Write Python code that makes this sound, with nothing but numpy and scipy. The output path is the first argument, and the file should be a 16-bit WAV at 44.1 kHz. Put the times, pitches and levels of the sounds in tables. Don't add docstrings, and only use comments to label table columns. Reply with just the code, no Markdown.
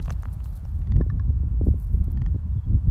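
import sys
import numpy as np
from scipy import signal
from scipy.io import wavfile
from scipy.ndimage import uniform_filter1d

SR = 44100
rng = np.random.default_rng(int(sys.argv[2]) if len(sys.argv) > 2 else 0)


def rack_gain(trim_db):
    fader = np.asarray(trim_db, float)
    return 10 ** (fader / 20)


def store_wav(level_fs):
    pcm = np.round(np.clip(np.atleast_2d(level_fs), -1, 1) * 32767)
    wavfile.write(sys.argv[1], SR, pcm.T.astype(np.int16))


N = 127890


def rms_one(x):
    return x / np.sqrt(np.mean(x ** 2) + 1e-20)


def butter_filter(x, order, hz, kind="low"):
    return signal.sosfilt(signal.butter(order, hz, kind, fs=SR, output="sos"), x)


def at_hz(points, hz):
    points_hz, points_db = np.array(points).T
    return np.interp(np.log(hz), np.log(points_hz), points_db, left=-80, right=-80)


def drift(rate):
    pole = np.exp(-80 * np.pi * rate / SR)
    white = rng.standard_normal(N // 40 + 2002)
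    slow = signal.lfilter([1], [1, -2 * pole, pole * pole], white)[2000:]
    return np.interp(np.arange(N) / 40, np.arange(len(slow)), rms_one(slow))


def ring(start_s, peak_db, hz, t60_s):
    out, start = np.zeros(N), int(start_s * SR)
    t = np.arange(min(N - start, SR // 10)) / SR
    out[start:start + len(t)] = rack_gain(peak_db - 60 * t / t60_s) * np.sin(2 * np.pi * hz * t)
    return out


def bank(spectrum, white, band_db):
    hz = np.array(spectrum)[:, 0]
    edges = hz[0] * 2 ** np.arange(0, np.log2(hz[-1] / hz[0]) + .2, 1 / 3)
    out = 0
    for k, (low, high) in enumerate(zip(edges, edges[1:])):
        band = butter_filter(white[k % 2], 2, [low, high], "band")[-N:]
        centre_hz = min(np.sqrt(low * high), hz[-1])
        out = out + band * rack_gain(at_hz(spectrum, centre_hz) + band_db(k))
    return out


def gust_db():
    # time_s, level_db
    gusts = [(0.0, -29.5), (0.022, -25.5), (0.65, -31), (0.981, -17.5), (1.061, -23), (1.442, -23),
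             (1.48, -23), (1.72, -19.5), (1.788, -28), (2.029, -21), (2.05, -25), (2.352, -20.5),
             (2.38, -30.5), (2.579, -20.5), (2.619, -33), (2.749, -13.5), (2.809, -29.5), (2.9, -16.5)]
    return np.interp(np.arange(N) / SR, *np.transpose(gusts))


def valley():
    # band_hz, level_db (per Hz)
    valley_spectrum = [(280, -24.5), (480, -6), (875, -5), (1090, -7), (2080, -21), (2740, -23),
                       (5000, -30), (15900, -33.5)]
    level_db, duck_db_per_gust_db, duck_s = -62, 0.66, 1
    gust = uniform_filter1d(gust_db(), int(duck_s * SR))
    white = rng.standard_normal((2, N + SR))
    hum = rms_one(bank(valley_spectrum, white, lambda k: drift(3.6)))
    return rack_gain(level_db - duck_db_per_gust_db * (gust - gust.mean())) * hum


def songbird():
    # start_s, length_s, from_hz, to_hz, level_db
    twitter = [
        (2.447, 0.079, 2650, 2860, -84),
        (2.516, 0.027, 3830, 3470, -81),
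        (2.572, .035, 3500, 3200, -79),
        (2.634, 0.021, 3300, 3300, -76.5),
    ]
    rough_db = 7
    out = np.zeros(N)
    for start_s, length_s, from_hz, to_hz, level_db in twitter:
        t = np.arange(int(length_s * SR)) / SR
        cycles = from_hz * t + (to_hz - from_hz) * t ** 2 / length_s / 2
        swell = np.sqrt(2 * np.sin(np.pi * t / length_s))
        level = rack_gain(level_db + rough_db * drift(150.0)[:len(t)])
        start = int(start_s * SR)
        out[start:start + len(t)] += level * swell * np.sin(2 * np.pi * cycles)
    return out


def wind():
    # band_hz, level_db (per Hz)
    wind_spectrum = [(27, -18), (49, 8), (75, 5.5), (150, -11), (220, -26.5), (290, -57.5), (460, -60.5),
                     (700, -62.5)]
    # time_s, width_s, change_db
    shoves = [(0.236, 0.017, -7.5), (0.353, 0.035, -2.5), (0.597, 0.016, -7.5), (.76, 0.017, 3),
              (.855, 0.021, -7.5), (0.962, 0.011, 5.5), (1.11, 0.0082, -2), (1.292, 0.021, 6),
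              (1.391, 0.028, 2.5), (1.497, 0.0094, -10), (1.694, 0.029, 4), (1.944, 0.01, 9.5),
              (2.015, 0.0048, 7), (2.619, .02, -5), (2.752, 0.018, 0), (2.884, 0.0093, 5)]
    low_hz, top_hz, even_s = 32, 417, 0.04
    lump_db, flutter_db, flutter_grows_db, brightens = 0.1, 4, 2.0, 0.6
    t = np.arange(N) / SR
    gust = gust_db()
    for time_s, width_s, change_db in shoves:
        gust = gust + change_db * np.exp(-((t - time_s) / width_s) ** 2)

    def band_db(k):
        flutter = (flutter_db + flutter_grows_db * k / 10) * drift(21.7)
        return flutter + brightens * k / 10 * (gust - gust.mean())

    noise = bank(wind_spectrum, rng.standard_normal((2, N + SR)), band_db)
    noise = butter_filter(noise, 4, low_hz, "high")
    size = int(even_s * SR)
    power = uniform_filter1d(uniform_filter1d(noise ** 2, size), size // 2)
    even = noise / np.sqrt(np.abs(power) + 1e-12)
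    return butter_filter(rack_gain(gust + lump_db * drift(6.3)) * even, 4, top_hz)


def eddies():
    # start_s, peak_db, pitch_hz
    bursts = [(.958, -27.5, 354), (.975, -29, 382), (.968, -23, 252), (1.001, -17.5, 229), (0.99, -31, 375),
              (1.008, -16.5, 486), (1.063, -33.5, 478), (1.304, -35, 520), (1.325, -43, 295.5),
              (1.434, -28.5, 322), (1.512, -44.5, 390), (1.543, -35, 332), (1.531, -30.5, 199),
              (1.561, -35.5, 200), (1.612, -19.5, 472), (1.637, -27.5, 357), (1.663, -29, 404),
              (1.6689, -14.5, 383), (1.6842, -17.5, 398), (1.74, -33, 565), (1.94, -58, 289),
              (2.081, -27, 340), (2.345, -29, 373), (2.36, -28, 391), (2.701, -33, 248),
              (2.736, -33.5, 329), (2.771, -29.5, 234)]
    rise_s, fall_s, sag_per_s = 0.00073, 0.0088, 110
    out, t = np.zeros(N), np.arange(SR // 20) / SR
    shape = (1 - np.exp(-t / rise_s)) ** 2 * np.exp(-t / fall_s)
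    shape = shape / shape.max()
    signs = rng.choice([-1, 1], len(bursts))
    for (start_s, peak_db, pitch_hz), sign in zip(bursts, signs):
        cycles = pitch_hz * (1 - np.exp(-sag_per_s * t)) / sag_per_s
        start = int(start_s * SR)
        out[start:start + len(t)] += sign * rack_gain(peak_db - 2.0) * shape * np.sin(2 * np.pi * cycles)
    return out


def rustle():
    # start_s, length_s, level_db, lower_half_db
    strokes = [(0.011, 0.062, -74.5, 14.5), (0.092, 0.047, -64.5, 5), (0.223, 0.0077, -71, 11),
               (0.327, 0.017, -61.5, -4), (.437, 0.0074, -61, 2), (0.446, 0.036, -68.5, 0.5),
               (0.488, 0.066, -69.5, -4), (0.555, 0.024, -60, -2), (.01, 0.83, -75.5, 3.5),
               (1.639, 0.064, -69.5, -1), (1.734, 0.26, -71.5, -5.5), (1.796, 0.047, -67, -12),
               (1.912, 0.057, -80, -9), (2.039, 0.015, -61.5, -1.5), (2.075, 0.0062, -73, -13),
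               (2.108, .022, -72.5, -4), (2.312, .035, -85, -9)]
    # band_hz,
    # level_db (per Hz)
    rustle_spectrum = [(3000, -13), (4300, -4), (6200, -7.5), (7600, -9.5), (9300, -2.5), (10500, -4),
                       (12300, -1), (15800, 1)]
    grains_per_s, grain_spread_db, edge_s, edge_share = 4000, 3.2, .005, .28
    t = np.arange(N) / SR
    low, high = np.zeros(N), np.zeros(N)
    for start_s, length_s, level_db, lower_half_db in strokes:
        inside_s = np.minimum(t - start_s, start_s + length_s - t)
        shape = np.clip(inside_s / (edge_s / 4 + edge_share * length_s) + .5, 0, 1)
        high += rack_gain(level_db) * shape
        low += rack_gain(level_db + lower_half_db) * shape
    sizes = rack_gain(grain_spread_db * np.minimum(rng.exponential(1, (2, N)), 5))
    sizes = sizes * rng.choice([-1, 1], (2, N))
    grains = sizes * (rng.random((2, N)) < grains_per_s / SR)
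    grains = grains + 0.05 * rng.standard_normal((2, N))
    noise = rms_one(bank(rustle_spectrum, grains, lambda k: 1.5 * drift(30.0)))
    noise = rack_gain(2.8 * drift(60.0)) * noise
    return low * butter_filter(noise, 4, 8000) + high * butter_filter(noise, 4, 8000, "high")


def snaps():
    # start_s, peak_db, body_hz, crack_db
    twigs = [(.0002, -34, 1830, 3), (.0025, -36, 1240, -10), (.055, -47, 2300, -12),
             (0.059, -33.5, 1100, -9), (.078, -41, 1500, -4), (.0805, -30.5, 1060, -15),
             (0.082, -26.5, 650, -9), (0.0965, -26, 1140, -10.5), (0.1043, -21, 1450, -6.5),
             (.1058, -28, 940, -10), (.108, -26.5, 595, -16), (0.111, -41, 1870, -18),
             (.124, -41, 4050, -2), (.2334, -28, 1170, -15), (0.2554, -25.5, 1220, -12.5),
             (0.2845, -40, 1200, -10), (.404, -38, 1110, -9), (0.4579, -37.5, 1170, -10),
             (0.652, -47, 5440, -7.5), (0.6537, -37, 940, -14), (0.652, -39, 557, -26),
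             (0.1053, -28, 6200, -34), (.2336, -42.5, 6560, -30), (0.0962, -44, 6200, -30)]
    # mode_hz, mode_db, t60_s
    crack_modes = [(2800, 0, .0045), (6200, -21, .004)]
    # start_s, peak_db, pitch_hz
    dry_ticks = [(0.0485, -44, 6200), (0.036, -57, 4200), (0.2237, -43.5, 9400), (.225, -46, 13500),
                 (0.224, -53, 4300), (0.345, -46, 13050), (.4425, -55, 12000), (0.5652, -52, 12580),
                 (.569, -53, 9300), (0.7155, -53, 12000), (1.8003, -42, 11800), (1.8089, -57, 9500),
                 (1.931, -51, 12100), (2.1042, -51, 9050), (2.1114, -73, 8200), (2.1185, -40, 13900)]
    knock_cycles, tick_t60_s = 5.5, .003
    out, ticks = np.zeros(N), np.zeros(N)
    for start_s, peak_db, body_hz, crack_db in twigs:
        knock_s = knock_cycles / body_hz
        out += ring(start_s, peak_db, body_hz, max(knock_s, .004))
        out -= ring(start_s, peak_db - 5, 1.71 * body_hz, knock_s / 2)
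        for mode_hz, mode_db, t60_s in crack_modes:
            level_db = peak_db + crack_db + mode_db + rng.normal(0, 1.9)
            out += ring(start_s, level_db, mode_hz * rng.normal(1, 0.035), t60_s)
    for start_s, peak_db, pitch_hz in dry_ticks:
        ticks += ring(start_s, peak_db, pitch_hz, tick_t60_s)
    return butter_filter(out + 1e-18, 4, 7000) + ticks


def grouse():
    # start_s, peak_db, throat_hz, mouth_hz, beak_hz
    tight = [
        (.8176, -51, 1870, 2800, 3700),
        (.8726, -49, 1927, 3500, 4600),
        (.9207, -40, 1927, 3560, 4590),
        (.9636, -41, 1884, 3150, 4590),
        (2.1737, -43.5, 1808, 3190, 4600),
        (2.2185, -38.5, 1927, 3190, 4640),
        (2.2626, -38.5, 1841, 3250, 5070),
    ]
    # mode_hz, mode_db, t60_s
    tight_modes = [(810, 2, .017), (1900, 1, .015), (3300, -4, .01), (4620, -5, .009), (6050, -7, .004),
                   (1330, 1, .006)]
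    # start_s, peak_db, chest_hz, throat_hz, mouth_hz
    opened = [
        (1.0119, -35, 1055, 1733, 3650),
        (1.1005, -35, 1162, 1754, 3908),
        (1.1965, -37.5, 1076, 1668, 3780),
    ]
    # mode_hz, mode_db, t60_s
    open_modes = [(1100, 0, .031), (1730, 0, .031), (3800, -16, .011), (5480, -14, .007)]
    tight_snap_db, open_snap_db, snap_low_hz = 4, -12, 2400
    puff_db, puff_t60_s, throat_top_hz = -9.5, .008, 6900
    echo_s, echo_db = 0.0028, -13.5
    turn_dulls_db_per_s = 3.2
    out, snap, t = np.zeros(N), np.zeros(N), np.arange(SR // 50) / SR
    kinds = ((tight, tight_modes, 1, tight_snap_db), (opened, open_modes, 0, open_snap_db))
    for clicks, modes, first, snap_db in kinds:
        for start_s, peak_db, *pitches in clicks:
            start = int(start_s * SR)
            dull_db = turn_dulls_db_per_s * (start_s - 1)
            tuned = [mode[0] for mode in modes]
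            tuned[first:first + len(pitches)] = pitches
            for k, (hz, (_, mode_db, t60_s)) in enumerate(zip(tuned, modes)):
                level_db = peak_db + mode_db - 3.5 - dull_db * (hz > 2500)
                out += (-1) ** k * ring(start_s, level_db, hz, t60_s)
            snap[start + 4] = rack_gain(peak_db + snap_db - dull_db)
            puff = rack_gain(peak_db + modes[2][1] + puff_db - 60 * t / puff_t60_s)
            out[start:start + len(t)] += puff * rng.standard_normal(len(t))
    out += butter_filter(snap + 1e-18, 2, snap_low_hz, "high")
    out = butter_filter(out + 1e-18, 6, throat_top_hz)
    return out + rack_gain(echo_db) * np.roll(out, int(echo_s * SR))


def scene():
    far = valley() + songbird()
    close = wind() + eddies() + rustle() + snaps()
    return (far + close + grouse())[None]


def band_limit(x):
    return signal.sosfilt(signal.butter(12, 16080, fs=SR, output="sos"), x)


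def record(dry):
    mix = signal.sosfilt(signal.cheby2(12, 50, 16350, fs=SR, output="sos"), dry)
    return band_limit(mix)


dry = scene()
out = record(dry)
store_wav(out)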